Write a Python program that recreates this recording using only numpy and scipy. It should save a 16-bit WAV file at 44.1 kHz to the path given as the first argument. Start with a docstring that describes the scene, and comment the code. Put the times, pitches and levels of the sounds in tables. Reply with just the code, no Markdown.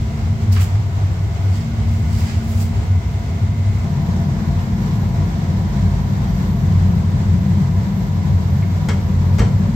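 """Conveyor oven in a tiled kitchen

Blower turbulence booms in the oven housing and roars out of it, under motor tones and a thin drive
whine. From across the room a cook is heard rustling plastic gloves. The listening place then jumps,
with a dry click, to the oven mouth, and two pans are knocked down somewhere behind."""
import sys
import numpy as np
from scipy import signal
from scipy.fft import rfft, irfft, next_fast_len
from scipy.io import wavfile
from scipy.ndimage import uniform_filter1d

SR = 44100
rng = np.random.default_rng(int(sys.argv[2]) if len(sys.argv) > 2 else 0)


def output_pcm(signal):
    """Save a mono or channel-first signal as 16-bit PCM at the path in sys.argv[1].

    Samples are clipped to [-1, 1] before scaling.
    """
    pcm = np.clip(np.atleast_2d(signal).T, -1, 1) * 32767
    wavfile.write(sys.argv[1], SR, np.round(pcm).astype(np.int16))


N = 429975
TIME = np.arange(N) / SR
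JUMP_S = 3.845  # from across the room (far) to the oven mouth (near)
BAND_LIMIT_HZ = 15830


def blower_rumble():
    """Turbulence excites the oven housing, whose resonances shape it into a low rumble."""
    # spectra at the two places: (frequency [Hz], density [dB])
    far = [(12, -59), (25, -29), (50, -18), (70, -2.5), (91, -4.5), (111, -3), (129, -21), (152, -10),
           (195, -17.5), (240, -25), (255, -28.5), (330, -39), (500, -62)]
    near = [(12, -49), (25, -37), (50, -5.5), (65, -10.5), (91, -3), (118, -6.5), (135, -1), (160, -2.5),
            (200, -2.5), (215, -12.5), (252, -21), (330, -36), (500, -82)]
    # (time [s], level [dB])
    levels = [(0, -18.5), (1, -21.5), (1.8, -17.5), (2.6, -19), (3.84, -19), (3.85, -17.5), (6, -17.5),
              (7.4, -15.5), (8.7, -18), (9.75, -16.5)]
    noises = [stereo_noise(place, size=8192, patchy_db=0.43, flicker_db=-4) for place in (far, near)]
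    return envelope(levels) * crossfade(*noises)


def air_roar():
    """Air rushing out of the housing radiates broadband flow noise; the stream is never quite even."""
    # spectra at the two places: (frequency [Hz], density [dB])
    far = [(150, -34), (260, -15), (304, 1.5), (361, -10), (400, 0.5), (536, -10.5), (682, -3.5), (782, -6),
           (1000, -8.5), (1730, -13), (2120, -13), (2350, -16.5), (3800, -20), (7300, -25), (16000, -24)]
    near = [(150, -23), (260, -1), (400, -0.5), (600, -9), (682, -5), (760, -6), (1000, -5.5), (1240, -11),
            (1850, -12), (2520, -20), (3800, -20), (4800, -22), (7300, -25.5), (16000, -26.5)]
    # (time [s], level [dB])
    levels = [(0, -37), (2.4, -37), (3.84, -37.5), (3.85, -34.5), (6, -34), (8.1, -35.5), (9.75, -35)]
    noises = [stereo_noise(place, size=1024, patchy_db=0.5, flicker_db=1.0) for place in (far, near)]
    flutter = gain_of(0.76 * drift(40))
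    return envelope(levels) * flutter * balance(-2.5) * crossfade(*noises)


def housing_boom():
    """A randomly driven resonance of the housing booms on one note and throbs by chance."""
    # (time [s], level [dB])
    levels = [(0, -19), (.15, -16), (.6, -16), (1, -16.5), (1.4, -17.5), (2.1, -20.5), (2.4, -20),
              (2.55, -14), (2.95, -16), (3.2, -26.5), (3.5, -17), (3.85, -21), (4.3, -21.5), (5.1, -20),
              (5.8, -21), (6.6, -21.5), (6.83, -10), (7, -18.5), (7.3, -16), (7.9, -23), (8.3, -12),
              (8.6, -16), (8.85, -19), (9.3, -14.5), (9.39, -19), (9.55, -20.5), (9.75, -27)]
    far, near = (resonance(hz, width_hz=14.1, alike=0.98) for hz in (95.8, 92.26))
    return envelope(levels) * balance(0.8) * crossfade(far, near)


def blade_tone():
    """Periodic pressure pulses from the blades give a tone at the blade-passing frequency."""
    # (time [s], level [dB])
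    levels = [(0, -32.5), (.55, -28.5), (.7, -50), (1.4, -57), (1.6, -28.5), (2.7, -28.5), (2.8, -42),
              (2.93, -28.5), (3.05, -43), (3.35, -34), (3.7, -30.5), (3.84, -32.5), (4.2, -28.5),
              (5.8, -36), (6.8, -38), (8, -53), (9.75, -27)]
    return envelope(levels) * tone(222.9, waver_hz=0.74, waver_db=1.0, phase_rad=0.05)


def deep_swell():
    """Narrow-band noise in the deepest bass slowly swells and recedes."""
    # (time [s], level [dB])
    levels = [(0, -35), (3.84, -36), (4.2, -32), (5, -25.5), (6.6, -24), (7.2, -36), (9.75, -30)]
    return envelope(levels) * resonance(53.5, width_hz=16, alike=0.92)


def duct_tones():
    """Resonances of motor and ducts give fuzzy tones, whose mix shifts as the listener leans in."""
    # (frequency [Hz], width [Hz], far level [dB], first near level [dB], last near level [dB])
    modes = [(132.3, 11.3, -31.5, -40, -30), (250.4, 8, -46, -56, -52), (321.9, 12, -54.5, -45, -53),
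             (391.9, 20, -48, -50, -49), (521, 10.5, -56.5, -56, -52.5), (578.5, 12, -57, -56.5, -48),
             (677.2, 43, -47.5, -44, -50.5), (969.7, 37, -52.5, -48, -48), (2160, 1100, -62, -55, -56.5),
             (686.5, 12, -59, -49, -58), (784, 16, -70, -49.5, -59), (966, 5.9, -67, -57.5, -68),
             (1037, 11, -66, -57, -60), (1463, 16, -58.5, -60, -65.5)]
    out = np.zeros((2, N))
    for hz, width_hz, far_db, first_db, last_db in modes:
        near_db = np.interp(TIME, (JUMP_S, N / SR), (first_db, last_db))
        out += gain_of(np.where(TIME < JUMP_S, far_db, near_db)) * resonance(hz, width_hz, alike=0.89)
    return out


def slot_tone():
    """Passing rotor slots make a tone; modulation by the turning shaft adds sidebands."""
    # (time [s], level [dB])
    levels = [(0, -57), (1.15, -62), (1.35, -53), (2.1, -53.5), (2.4, -59), (2.9, -54.5), (3.84, -52.5),
              (3.86, -59.5), (9.75, -59)]
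    # {offset from the slot tone [multiples of the shaft rate]: relative level [dB]}
    sidebands = {-1: -9.5, 0: 0, 2: -3.5, 3: -5, 4: -9.5}
    slot_hz, shaft_hz = 2045.5, 48.4
    lines = sum(gain_of(db) * tone(slot_hz + order * shaft_hz, waver_hz=.6, waver_db=1.2, phase_rad=.3)
                for order, db in sidebands.items())
    return envelope(levels) * lines


def drive_whine():
    """The motor drive radiates narrow spectral lines near 12 kHz in a haze of weak sidebands."""
    # (frequency [Hz], relative level [dB])
    lines = [(11736, -20), (11870, 2.5), (11935, -2), (12032, -21), (12075, -18), (12170, -20)]
    # (time [s], gain [dB])
    levels = [(0, -57), (2, -55.5), (3.84, -57), (3.86, -52.5), (5, -50.5), (5.6, -54.5), (6.3, -48.5),
              (7.3, -53.5), (8.5, -50), (9.75, -52)]
    haze = gain_of(6.5) * resonance(12000, width_hz=450, alike=.1)
    whine = sum(gain_of(db) * resonance(hz, width_hz=9.3, alike=.1) for hz, db in lines)
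    return envelope(levels) * balance(-3) * (haze + whine)


def glove_rustles():
    """Thin plastic buckles in dense tiny snaps; the fold decides how low or high they sound."""
    # (peak time [s], rise [s], fall [s], mid level [dB], low band re mid [dB], high band re mid [dB])
    rustles = [(0.526, .012, 0.075, -33.5, -20, 11.5), (.572, 0.055, 0.079, -42, 10, 0),
               (0.617, 0.047, 0.082, -36, 1, 14), (1.56, .12, 0.17, -41.5, -2, 3),
               (1.92, 0.13, 0.55, -52, -11, 12), (2.125, .03, 0.23, -43, -12, 2),
               (2.2, 0.18, .2, -43, -7, 12), (2.3, 0.34, 0.19, -39, 0.5, -3), (2.52, .14, .1, -45.5, 0, 16),
               (2.615, 0.11, 0.1, -39.5, -4, 15), (2.77, 0.13, .2, -50, 2, 7)]
    fade_db, snaps_per_s = 20, 1500  # fade: drop one rise or fall time away from the peak
    power = np.zeros((3, N))
    for peak_s, rise, fall, db, low_db, high_db in rustles:
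        away = np.where(TIME < peak_s, (peak_s - TIME) / rise, (TIME - peak_s) / fall)
        power += gain_of(db - fade_db * away + np.array([[low_db], [0], [high_db]])) ** 2
    sizes = gain_of(2.2 * rng.exponential(1, N)) * (rng.random(N) < snaps_per_s / SR)
    snaps = 2.0 + unit_rms(uniform_filter1d(sizes, size=24))  # half-millisecond bursts over a floor
    low, mid, high = (unit_rms(band(snaps * rng.standard_normal((2, N)), *edges_hz))
                      for edges_hz in ((900, 2860), (3000, 12000), (11000, 20000)))
    mid = unit_rms(mid + 0.7 * band(mid, 4200, 5470))  # the hollow of the glove favours one band
    return balance(-3) * sum(np.sqrt(p) * part for p, part in zip(power, (low, mid, high)))


def pan_knocks():
    """Impacts crack and excite a pan's damped modes; a structure-borne thud comes through the counter."""
    # knocks of pans and trays, and the click at the jump: (time [s], clatter level [dB], centre [Hz],
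    # spread [octaves], t60 [s], crack gain [dB], thud level [dB], left minus right [dB])
    knocks = [(.569, -31.5, 1180, 0.11, 0.097, -55, -39, -5),
              (3.844, -52, 6000, 2.5, 0.0084, -36.5, -46, 1), (8.623, -35.5, 2150, 0.4, 0.12, -55, -42, 3),
              (8.8866, -19.5, 1500, 2, 0.17, -23.5, -19.5, 4.5),
              (9.3845, -30.5, 2500, 2, 0.4, -32, -33, 11), (9.393, -23.5, 2000, 1.2, 0.1, -24, -39, 0),
              (9.404, -22.5, 500, 1.2, 0.34, -45, -7.5, 2)]
    # (frequency [Hz], width [Hz], level [dB])
    pan_modes = [(290, 59, 14), (435, 68, 18), (800, 130, 2), (1385, 230, 2.5), (1870, 64, -1),
                 (2170, 51, 1), (2150, 50, -1), (3090, 17, 6), (4430, 100, -4), (5870, 140, -3),
                 (7800, 320, -5)]
    # (frequency [Hz], t60 [s])
    counter_modes = [(60, 0.25), (105, 0.89), (190, 0.091)]
    airborne, thuds, t = np.zeros((2, N)), np.zeros(N), np.arange(SR // 2) / SR
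    hz = np.fft.rfftfreq(len(t), 1 / SR)
    response = 0.039 + sum(gain_of(db) / np.hypot(1, 2 * (hz - f) / width) for f, width, db in pan_modes)
    for start_s, db, centre_hz, octaves, t60, crack_db, thud_db, side_db in knocks:
        noise, grit = rng.standard_normal((2, len(t)))
        colour = response * np.exp(-.5 * (np.log2((hz + 1) / centre_hz) / octaves) ** 2)
        clatter = unit_rms(irfft(rfft(noise) * colour, len(t))) * gain_of(db - 60 * t / t60)
        crack = band(grit, 4800, 19000) * gain_of(crack_db - 60 * t / 0.036)
        thud = sum(gain_of(thud_db - 60 * t / mode_t60) * np.sin(2 * np.pi * f * t)
                   for f, mode_t60 in counter_modes)
        start = round(start_s * SR)
        airborne[:, start:start + len(t)] += balance(side_db) * (clatter + crack)[:N - start]
        thuds[start:start + len(t)] += thud[:N - start]
    return airborne, thuds


def reverberation(x):
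    """Reflections off the tiles arrive as sparse echoes of random sign; each band decays at its own rate."""
    # (frequency [Hz], t60 [s])
    decay_times = [(200, 0.51), (1000, 0.3), (3000, 0.3), (8000, 0.3), (15000, 0.06)]
    taps = np.zeros((2, SR // 2))
    slots = np.arange(100, SR // 2 - 20, 20)  # one echo in every 20 samples
    arrivals = slots + rng.integers(0, 20, (2, len(slots)))
    np.put_along_axis(taps, arrivals, rng.choice([-1., 1.], arrivals.shape), 1)
    hz, t, spectra = signal.stft(taps, SR, nperseg=256)
    decay = gain_of(-60 * t / at_frequency(decay_times, hz)[:, None])
    tail = signal.istft(spectra * decay, SR, nperseg=256)[1]
    return signal.fftconvolve(x.mean(0)[None], tail / np.linalg.norm(tail[0]), axes=1)[:, :N]


def stereo_noise(spectrum, size, patchy_db, flicker_db):
    """Shaped noise, partly coherent between the channels, with drifting patches; the treble flickers."""
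    # (frequency [Hz], left-right correlation [1])
    correlation = [(25, 1), (80, 1), (160, 1), (300, 0.87), (450, 0.71), (740, 0.41), (1100, 0.0031),
                   (1500, -0.48), (2200, -0.069), (15000, -0.027)]
    # (frequency [Hz], left minus right [dB])
    level_difference = [(25, 2), (80, -0.5), (160, 3), (270, 1.5), (740, 7.5), (1220, 4.5), (2010, 1),
                        (3330, 2), (5500, -2.5), (9080, 0.5), (15000, -2.5)]
    frames, hz = N * 4 // size + 9, np.fft.rfftfreq(size, 1 / SR)
    left_re, left_im, other_re, other_im, patches = rng.standard_normal((frames, len(hz), 5)).T
    patches = unit_rms(uniform_filter1d(uniform_filter1d(patches, size=10, axis=0), size=12, axis=1))
    alike = np.clip(at_frequency(correlation, hz), -1, 1)[:, None]
    left, other = left_re + 1j * left_im, other_re + 1j * other_im
    spectra = np.array([left, alike * left + np.sqrt(1 - alike ** 2) * other])
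    spectra *= gain_of(at_frequency(spectrum, hz)[:, None] + patchy_db * patches)
    flicker = unit_rms(uniform_filter1d(rng.standard_normal(frames), size=3))
    spectra *= gain_of(flicker_db * np.outer(hz / BAND_LIMIT_HZ, flicker))
    spectra *= balance(at_frequency(level_difference, hz))[:, :, None]
    out = signal.istft(spectra, nperseg=size, noverlap=size * 3 // 4)[1][:, size:size + N]
    return out / np.sqrt(np.mean(out.mean(0) ** 2))


def resonance(hz, width_hz, alike):
    """Noise with left-right correlation `alike`, passed twice through a resonator of the given width."""
    pole = np.exp((2j * hz - width_hz) * np.pi / SR)
    noise = rng.standard_normal((2, N))
    noise[1] = alike * noise[0] + np.sqrt(1 - alike ** 2) * noise[1]
    return unit_rms(signal.lfilter([1], [1, -pole], signal.lfilter([1], [1, -pole], noise)).real)


def tone(hz, waver_hz, waver_db, phase_rad):
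    """A sine under slow random modulation of frequency, level and left-right phase."""
    cycles = np.cumsum(hz + waver_hz * drift(6)) / SR
    phase_shift = np.outer([1, -1], phase_rad * drift(1.2))
    return np.sqrt(2) * gain_of(waver_db * drift(8.6)) * np.sin(2 * np.pi * cycles + phase_shift)


def drift(top_hz):
    """Sines of random phase add up to a slow fluctuation of rms 1."""
    t = np.arange(0, N / SR + .1, .005)
    rates_hz = np.geomspace(top_hz / 20, top_hz, 24)
    slow = sum(np.sin(2 * np.pi * (f * t + rng.random())) / np.sqrt(f) for f in rates_hz)
    return np.interp(TIME, t, unit_rms(slow))


def crossfade(far, near):
    """Equal-power crossfade of 6 ms at the jump."""
    angle = np.clip((TIME - JUMP_S) / .006 + .5, 0, 1) * np.pi / 2
    return np.cos(angle) * far + np.sin(angle) * near


def at_frequency(points, hz):
    """Interpolation on a log-frequency axis."""
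    f, value = np.transpose(points)
    return np.interp(np.log(hz + 1), np.log(f + 1), value)


def envelope(levels):
    """Gain at each sample from rows of (time [s], level [dB])."""
    return gain_of(np.interp(TIME, *np.transpose(levels)))


def balance(db):
    """Channel gains for a level difference, left minus right."""
    return gain_of(np.outer([.5, -.5], db))


def band(x, lo_hz, hi_hz):
    return signal.sosfilt(signal.butter(2, [lo_hz, hi_hz], "band", fs=SR, output="sos"), x)


def gain_of(db):
    return 10 ** (np.asarray(db) / 20)


def unit_rms(x):
    return x / np.sqrt(np.mean(x ** 2) + 1e-20)


def scene():
    """Superposition of oven, gloves and pans; gloves and airborne knocks also reverberate."""
    clatter, thuds = pan_knocks()
    gloves = glove_rustles()
    oven = blower_rumble() + air_roar() + housing_boom() + blade_tone() + deep_swell()
    oven += duct_tones() + slot_tone() + drive_whine()
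    echoes = gain_of(-5.5) * (reverberation(gloves) + reverberation(clatter))
    return oven + gloves + clatter + thuds + echoes


def record(dry):
    """The microphone's response falls below 45 Hz and above 8 kHz; a steep low-pass limits the band."""
    # (frequency [Hz], gain [dB])
    response = [(20, -28), (45, -1.5), (7600, 0.5), (8800, -10), (11000, -15), (12600, -14.5),
                (16000, -13.5)]
    pad = 4096
    padded = np.pad(dry, ((0, 0), (pad, pad)), "reflect", reflect_type="odd")
    size = next_fast_len(N + 3 * pad)
    gains = gain_of(at_frequency(response, np.fft.rfftfreq(size, 1 / SR)))
    heard = irfft(rfft(padded, size) * gains, size)
    low_pass = signal.firwin(1023, BAND_LIMIT_HZ, window=("kaiser", 9), fs=SR)
    return signal.oaconvolve(heard, low_pass[None], "same", axes=1)[:, pad:pad + N]


dry = scene()
out = record(dry)
output_pcm(out)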